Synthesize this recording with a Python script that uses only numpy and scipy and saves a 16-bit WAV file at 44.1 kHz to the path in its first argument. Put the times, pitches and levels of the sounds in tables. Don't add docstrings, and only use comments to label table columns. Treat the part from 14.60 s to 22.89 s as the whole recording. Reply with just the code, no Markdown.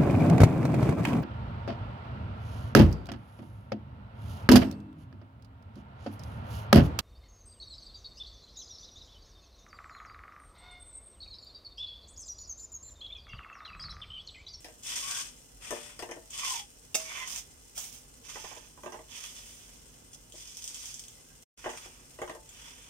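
import sys
import numpy as np
from scipy import signal
from scipy.fft import rfft, irfft
from scipy.io import wavfile
from scipy.ndimage import uniform_filter1d

SR = 44100
rng = np.random.default_rng(int(sys.argv[2]) if len(sys.argv) > 2 else 0)


def put_to_file(sound):
    columns = np.atleast_2d(sound).T
    safe = np.clip(columns, -1, 1)
    whole_steps = np.round(safe * 32767)
    wavfile.write(sys.argv[1], SR, whole_steps.astype(np.int16))


N = 365588
TIME = np.arange(N) / SR
HIT = TIME[:SR // 2]
LEFT_RIGHT = np.array([[1], [-1]])


def undb(db):
    return 10 ** (np.asarray(db) / 20)


def unit(x):
    return x / np.sqrt(np.mean(x ** 2))


def strength(x, size=900):
    return x / np.sqrt(np.mean(x[..., :size] ** 2))


def add(out, s, x):
    i = max(int(s * SR), 0)
    out[..., i:i + x.shape[-1]] += x[..., :N - i]


def colour(x, points):
    hz, db = np.transpose(points)
    grid = np.maximum(np.fft.rfftfreq(4096, 1 / SR), 1)
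    curve_db = np.interp(np.log(grid), np.log(hz), db)
    cepstrum = irfft(np.log(undb(curve_db)))
    half = len(cepstrum) // 2
    cepstrum[1:half] *= 2
    cepstrum[half + 1:] = 0
    response = irfft(np.exp(rfft(cepstrum)))
    response = response.reshape((1,) * (x.ndim - 1) + (-1,))
    return signal.fftconvolve(x, response, axes=-1)[..., :x.shape[-1]]


def walk(rate):
    k = max(int(SR / rate), 2)
    steps = np.repeat(rng.standard_normal(N)[:N // k + 1], k)
    return unit(uniform_filter1d(steps, k)[:N])


def grains(rate, spread_db, alike=0.65):
    size = undb(spread_db * np.minimum(rng.exponential(size=N), 5))
    sides = alike * rng.standard_normal(N) + rng.standard_normal((2, N))
    happens = rng.random(N) < rate / SR
    return unit(happens * size * sides)


def fade(t60):
    return np.exp(-np.log(1000) * HIT / t60)


def ring(modes):
    out = 0
    for hz, db, t60 in modes:
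        weight = undb(db + 3 * rng.standard_normal())
        pitch = hz * (1 + .014 * rng.standard_normal())
        sign = rng.choice([-1, 1])
        out = out + sign * weight * fade(t60) * np.sin(2 * np.pi * pitch * HIT)
    return out


def burst(points, t60):
    return strength(colour(rng.standard_normal(len(HIT)) * fade(t60), points))


def gesture(start, attack, hold, release, change_db=0):
    t = TIME - start
    rise = np.clip(t / attack, 0, 1) ** 0.96
    drift_db = change_db * np.clip((t - attack) / hold, 0, 1)
    fall_db = 20 * np.maximum(t - attack - hold, 0) / release
    return rise * undb(drift_db - fall_db)


def kitchen(x, wet_db, t60, pan_db, lag_size=2):
    tail = rng.standard_normal((2, len(HIT))) * fade(t60) * (HIT > .0012)
    response = undb(wet_db) * tail / np.sqrt(np.sum(tail ** 2, axis=1, keepdims=True))
    response[0, 0] += 1
    response[1, lag_size] += 1
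    heard = signal.fftconvolve(np.broadcast_to(x, (2, N)), response, axes=1)[:, :N]
    balance = undb(LEFT_RIGHT * pan_db / 2)
    return heard * balance / np.sqrt(1 + undb(wet_db) ** 2 / 2)


# time in seconds, left minus right level in dB.
BLADE_PLACES = [(0.45, 4), (1.15, 8), (1.45, 6.5), (1.85, 2), (2.35, 2), (2.55, -1), (2.75, -2.5),
                (3.8, -3), (4.3, -7), (4.7, 0.5), (6.1, 0.5), (7.1, 0), (8.1, 0.5)]


def place():
    return np.interp(TIME, *np.transpose(BLADE_PLACES))


# frequency in Hz, relative level in dB.
ROOM_TONE = [(15, -19.5), (28, -14), (42, 2.5), (62, -4.5), (100, -4.5), (150, -6), (190, -13), (240, -6),
             (330, -14), (480, -13), (620, -20.5), (1260, -23), (1650, -23), (2200, -39), (3200, -46.5)]
# frequency in Hz, relative level in dB.
SIZZLE_TONE = [(1180, -56), (2000, -6), (2360, -10), (2480, -7.5), (3080, -6), (3330, -7.5), (3630, -14),
               (4870, -16), (5130, -11), (5900, -7), (8550, -2.5), (10300, -10.5), (12800, -15),
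               (15800, -21.5)]
HUM_HZ = 50


def background():
    flicker = undb(0.31 * walk(7.7))
    fizz = unit(colour(grains(rate=5000, spread_db=3.5) * flicker, SIZZLE_TONE))
    mid, side = colour(rng.standard_normal((2, N)), ROOM_TONE)
    width = colour(side / np.std(mid), [(60, -14.0), (250, -6.5), (1000, 1.5)])
    swell = undb(.7 * walk(4))
    air = (unit(mid) + width * LEFT_RIGHT) * undb(-57.5) * swell
    hum = np.sin(2 * np.pi * HUM_HZ * TIME) * undb(-62.5 + 1.4 * walk(11))
    return kitchen(fizz * undb(-57.5), wet_db=1, t60=0.09, pan_db=1.5) + air + hum


# start in seconds, rap level in dB before its parts are mixed,
# weight of the low thud against it in dB, hardness in dB (below 0 cushioned by the dough,
# above 0 bare wood on metal).
KNOCK_LIST = [(.045, -46, -3.5, 5.5), (.084, -53.5, 0.5, 1.5), (1.107, -36, -3.5, 7),
              (1.123, -43.5, 10, -15), (1.158, -45, -6, 2), (1.392, -42, -4, 6), (1.424, -37.5, -0.5, -1),
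              (1.49, -44.5, 1, -5), (1.512, -40, -3.5, 3), (1.564, -50.5, 6, -13), (3.756, -41, -9, -7),
              (3.842, -42.5, -9.5, -11), (3.913, -45.5, -8, -20), (3.965, -49, -2, 3),
              (4.176, -52.5, -9, -10), (4.234, -45.5, 0, -3), (4.26, -40, 0.5, -7), (4.322, -44, -5, -0.5),
              (4.342, -43.5, -2.5, -13), (4.39, -49.5, 1, -10), (5.74, -63, 10.5, -11),
              (7.042, -37, -14, -14), (7.058, -33, -1.5, -18), (7.067, -42, -1.5, -17),
              (7.092, -39, -14, -5), (7.134, -44.5, -8, -4), (7.259, -54, 1, -6), (7.588, -45, 0.5, -6),
              (7.617, -33.5, -1.5, -6), (7.677, -42.5, -10, -6), (7.696, -39, -1.5, -4),
              (7.748, -48.5, 0.5, -24)]
# usual frequency in Hz, usual relative level in dB, time to fade by 60 dB in seconds.
PAN_MODES = [(246, -10, 0.26), (304, -9, 0.28), (355.8, 3.5, 0.23), (468, 2, 0.23), (585, -13, 0.61),
             (639, -3.5, 0.27), (720, -12.5, 0.26), (863, 3.5, 0.37), (893, -10.5, 0.14), (1034, 0.5, 0.39),
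             (1076, -5.5, 0.38), (1250, -19, .12), (1618, 13, 0.11), (1802, 6, 0.3), (1987, -26, 0.062),
             (2180, 5, 0.085), (2780, -62, 0.24)]
# frequency in Hz, relative level in dB.
THUD_TONE = [(120, -48), (230, -7.5), (340, 9.5), (420, -0.5), (500, 4.5), (620, 9.5), (780, 2),
             (1100, -51.5)]
# frequency in Hz, relative level in dB.
RAP_TONE = [(600, -15.5), (880, 0), (1080, 0.5), (1400, -8), (1900, 0.5), (2400, -2.5), (3400, -5.5),
            (4400, -41)]
PUSH_DB, BODY_DB, CONTACT_DB = -5, 0.5, -10.5
PUSH_PER_HARDNESS = -0.33


def knocks():
    low, high = np.zeros(N), np.zeros(N)
    for s, db, weight_db, hard_db in KNOCK_LIST:
        body = strength(ring([m for m in PAN_MODES if m[0] < 800]))
        upper = strength(ring([m for m in PAN_MODES if m[0] >= 800]))
        push_hz = 450 * np.exp(0.2 * rng.standard_normal())
        push = np.sin(2 * np.pi * push_hz * HIT) * fade(0.024)
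        push_gain = undb(PUSH_DB + PUSH_PER_HARDNESS * hard_db)
        thud = strength(burst(THUD_TONE, t60=0.1) + undb(-2) * body)
        add(low, s, undb(db + weight_db) * (push_gain * push + undb(BODY_DB) * thud))
        dull_db = .5 * min(hard_db - 13, 0)
        rap = burst(RAP_TONE, t60=0.034) + undb(-11.5) * upper
        rap = strength(colour(rap, [(1000, 0), (3500, dull_db)]))
        tick = undb(CONTACT_DB + hard_db) * burst(GRIT_TONE, t60=0.005)
        add(high, s, undb(db) * (undb(-1.5) * rap + tick))
    low_heard = kitchen(low, wet_db=-7.5, t60=0.24, pan_db=6, lag_size=8)
    high_heard = kitchen(high, wet_db=4.5, t60=0.15, pan_db=1.03 * place(), lag_size=5)
    return low_heard + high_heard


# start, attack, hold and release in seconds, level in dB before mixing,
# change over the hold in dB, then the blade's ring and the low rubbing, in dB against that level before mixing.
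STROKE_LIST = [(0.22, 0.06, 0.32, 0.12, -39.5, 0, -6.5, -8.5),
               (0.992, 0.086, 0.14, 0.22, -49, -0.5, -4.5, -0.5),
               (1.694, 0.15, 0.14, 0.068, -36.5, -5.5, -3.5, -10),
               (2.36, 0.036, 0.045, 0.13, -43.5, -0.5, -9.5, -6),
               (2.463, 0.086, 0.07, 0.11, -47.5, -1, 1.5, 2.5),
               (2.64, 0.042, 0.097, 0.075, -45.5, 1.5, -10, -10.5),
               (3.627, 0.069, 0.23, 0.23, -46.5, -6.5, -6.5, -4.5),
               (4.473, 0.083, 0.027, .15, -46.5, -0.5, -2, -6),
               (4.545, .1, 0.09, 0.82, -52, -0.5, -6.5, -8.5),
               (5.727, 0.036, 0.51, 0.29, -53, 7.5, -9.5, -14.5),
               (6.968, .012, 0.18, 0.43, -57.5, 6.5, -7, -2),
               (7.865, 0.11, 0.31, .3, -55.5, -3.5, -1.5, -2)]
# frequency in Hz, relative level in dB.
GRIT_TONE = [(2240, -29.5), (3800, -8), (4010, -15), (4330, -14), (5060, -6), (5910, -2), (6270, -1),
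             (7450, -5), (8650, -2.5), (9130, -3.5), (9810, -9), (10800, -13), (14900, -20.5),
             (15800, -40.5)]
# frequency in Hz, relative level in dB.
BLADE_TONE = [(1200, -42), (2000, -8), (2600, -4), (2950, -2), (3350, 1), (3580, -2.5), (3850, -24.5),
              (4300, -17.5), (5600, -43.5)]
# frequency in Hz, relative level in dB.
RUB_TONE = [(250, -19), (500, -7.5), (800, -6.5), (1100, 0.5), (1600, -0.5), (2150, 0), (2650, 3.5),
            (3100, -4.5), (4000, -37)]


def scraping():
    gains = np.zeros((3, N))
    for start, attack, hold, release, db, change_db, blade_db, rub_db in STROKE_LIST:
        stroke = gesture(start, attack, hold, release, change_db)
        gains += np.outer(undb([db, db + blade_db, db + rub_db]), stroke)
    grip = undb(2.25 * walk(130) + 0.78 * walk(22))
    grit = unit(colour(grip * grains(rate=9000, spread_db=3.0), GRIT_TONE)) * undb(0.9)
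    blade = unit(colour(grip * grains(rate=7000, spread_db=2.5), BLADE_TONE)) * undb(3)
    rub = unit(colour(grip * grains(rate=3700, spread_db=2.0), RUB_TONE)) * undb(2.0)
    crumbs = unit(colour(grains(rate=70, spread_db=2.5), SNAP_TONE)) * undb(-9.5)
    scrape = gains[0] * (grit + crumbs) + gains[1] * blade + gains[2] * rub
    return kitchen(scrape, wet_db=0.0, t60=0.13, pan_db=place())


# start in seconds, level in dB before a common cut.
TICK_LIST = [(.235, -38), (.2644, -34), (.3812, -36), (.5874, -29), (1.7065, -35), (2.6756, -30),
             (2.761, -28), (3.1787, -25), (5.7222, -39), (5.97, -32), (6.0415, -30), (6.0766, -28),
             (6.145, -31), (6.2567, -33), (6.342, -31), (6.3945, -31.5), (6.4383, -38), (6.4824, -37.5),
             (7.1008, -35.5), (7.891, -38)]
# frequency in Hz, relative level in dB.
SNAP_TONE = [(800, -19), (2000, -18), (3300, 5), (4200, -14), (6000, 5.5), (8600, 7), (10500, -7.5),
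             (15500, -13)]


def ticks():
    out = np.zeros(N)
    for s, db in TICK_LIST:
        snap = strength(burst(SNAP_TONE, t60=.007))
        add(out, s, undb(db - 11.5) * snap)
    return kitchen(out, wet_db=0.5, t60=0.16, pan_db=place())


# loudest moment, rise and fall in seconds, slip rate in Hz,
# glide in octaves per second, level in dB before a common boost, octave above against it in dB, roughness 0 to 1.
SQUEAK_LIST = [(0.467, .08, 0.12, 1113, 0.5, -48.5, -5, 0.15),
               (0.568, .11, 0.088, 1580, 0.5, -52, -10, 0.38), (.585, .06, 0.065, 1090, 1, -52, -17, 0.2),
               (1.835, 0.099, 0.091, 1108, 0.05, -45.5, -1, .7),
               (1.91, .06, 0.11, 1008, -3.0, -41, -26.5, 0.4),
               (2.51, .09, 0.11, 1095, -.6, -59.5, 12.5, .3), (2.62, .09, 0.07, 1052, -0.7, -48, 6, .38),
               (6.58, 0.029, .03, 2030, 2, -66.5, -27.5, 0), (6.72, 0.079, .08, 1620, 0.8, -70, -24, 0.18)]


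def chatter():
    out = np.zeros(N)
    jitter = .14 * walk(600)
    grip = undb(3.2 * walk(120))
    for s, rise, fall, hz, glide, db, octave_db, rough in SQUEAK_LIST:
        t = TIME - s
        rate = hz * 2 ** (glide * np.clip(t, -rise, fall)) * (1 + rough * jitter)
        phase = 2 * np.pi * np.cumsum(rate) / SR
        distance = np.minimum(np.maximum(-t / rise, t / fall), 4)
        swell = undb(db - 20 * distance ** 2)
        out += swell * (np.sin(phase) + undb(octave_db) * np.sin(2 * phase))
    return kitchen(out * grip * undb(6.0), wet_db=3, t60=0.1, pan_db=place(), lag_size=5)


# start in seconds, level in dB before a common cut.
CLACK_LIST = [(2.3445, -27), (2.3495, -20), (2.3525, -18), (2.356, -22)]
# frequency in Hz, relative level in dB.
CLACK_TONE = [(120, -41), (250, -9.5), (450, -4), (660, -2.5), (850, -9.5), (1900, -13.5), (2600, -2),
              (3150, -22), (3600, -6), (4200, -16.5), (5700, -4), (8700, 2), (9600, -8.5), (15800, -19)]
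# usual frequency in Hz, usual relative level in dB,
# time to fade by 60 dB in seconds.
CLACK_RING = [(455, -8, 0.24), (630, -3.5, 0.47), (705, -18.5, .1), (2730, 11.5, .04), (3550, -5.5, .08),
              (3590, 5.5, 0.079), (5127, 0, 0.076), (5470, -3, 0.13), (6360, 0, 0.076),
              (8100, -14.5, 0.072), (8810, -7, 0.14)]


def clacks():
    out = np.zeros(N)
    for s, db in CLACK_LIST:
        add(out, s, undb(db - 9) * burst(CLACK_TONE, t60=0.012))
    add(out, CLACK_LIST[0][0], undb(-31.5) * strength(ring(CLACK_RING)))
    return kitchen(out, wet_db=-3.0, t60=0.16, pan_db=-1.0)


# start, attack, hold and release in seconds, level in dB.
PUFF_LIST = [(2.667, 0.038, 0.087, .05, -44), (3.146, .025, 0.075, 0.15, -41.5),
             (3.313, 0.024, .015, 0.11, -51), (4.51, .05, 0.35, 0.45, -53.5), (5.85, .15, .33, .15, -58)]
# frequency in Hz, relative level in dB.
STEAM_TONE = [(400, -34), (700, -9), (1100, -10), (1700, -13), (2400, -2.5), (3200, -1.5), (4400, -13),
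              (6000, -1), (8600, 3), (10500, -4.5), (15500, -13)]


def steam():
    hiss = unit(colour(grains(rate=9000, spread_db=2.2), STEAM_TONE))
    rush = np.zeros(N)
    for start, attack, hold, release, db in PUFF_LIST:
        rush += undb(db) * gesture(start, attack, hold, release)
    return kitchen(hiss * rush, wet_db=-7.0, t60=0.083, pan_db=place() - 1.0)


# start in seconds, level of the sharp part in dB,
# damp thud against it in dB, time to fade by 60 dB in seconds.
SLAP_LIST = [(3.175, -41, -5, 0.2), (5.532, -50.5, -26, 0.05), (5.546, -51, -17, 0.024)]
# frequency in Hz, relative level in dB.
DOUGH_TONE = [(200, -27), (600, 6), (1200, 8), (2400, -1), (4000, -3)]


def slaps():
    out = np.zeros(N)
    for s, db, thud_db, t60 in SLAP_LIST:
        puff = burst(SNAP_TONE, t60)
        pat = undb(thud_db) * burst(DOUGH_TONE, t60)
        add(out, s, undb(db) * (puff + pat))
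    return kitchen(out, wet_db=-2, t60=0.072, pan_db=place())


def scene():
    blade = scraping() + ticks() + chatter() + clacks()
    return background() + knocks() + blade + steam() + slaps()


# frequency in Hz, left level in dB, right level in dB.
PORT_TONES = [(150, -3.5, -2.5), (356, -5, -1.5), (763, -3.5, 0), (1160, -7.5, -2), (1590, -3.5, -3.5),
              (2850, -6.5, -2), (5080, 3.5, 5), (6460, -8.5, 3.5), (6630, 0, 1.5), (7180, -4, 0.5),
              (8720, 2, -22.5), (9050, -2, -6.5), (11100, -3, -1.5), (15000, -1, 5.5)]
TOP_HZ = 15750


def record(dry):
    ports = np.array(PORT_TONES)
    heard = np.array([colour(side, ports[:, [0, k]]) for k, side in enumerate(dry, 1)])
    gate = undb(np.interp(TIME, [6.835, 6.855, 6.964, 6.976], [0, -55, -55, 0]))
    low_pass = signal.ellip(10, .2, 70, TOP_HZ, fs=SR, output="sos")
    return signal.sosfilt(low_pass, heard * gate)


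dry = scene()
out = record(dry)
put_to_file(out)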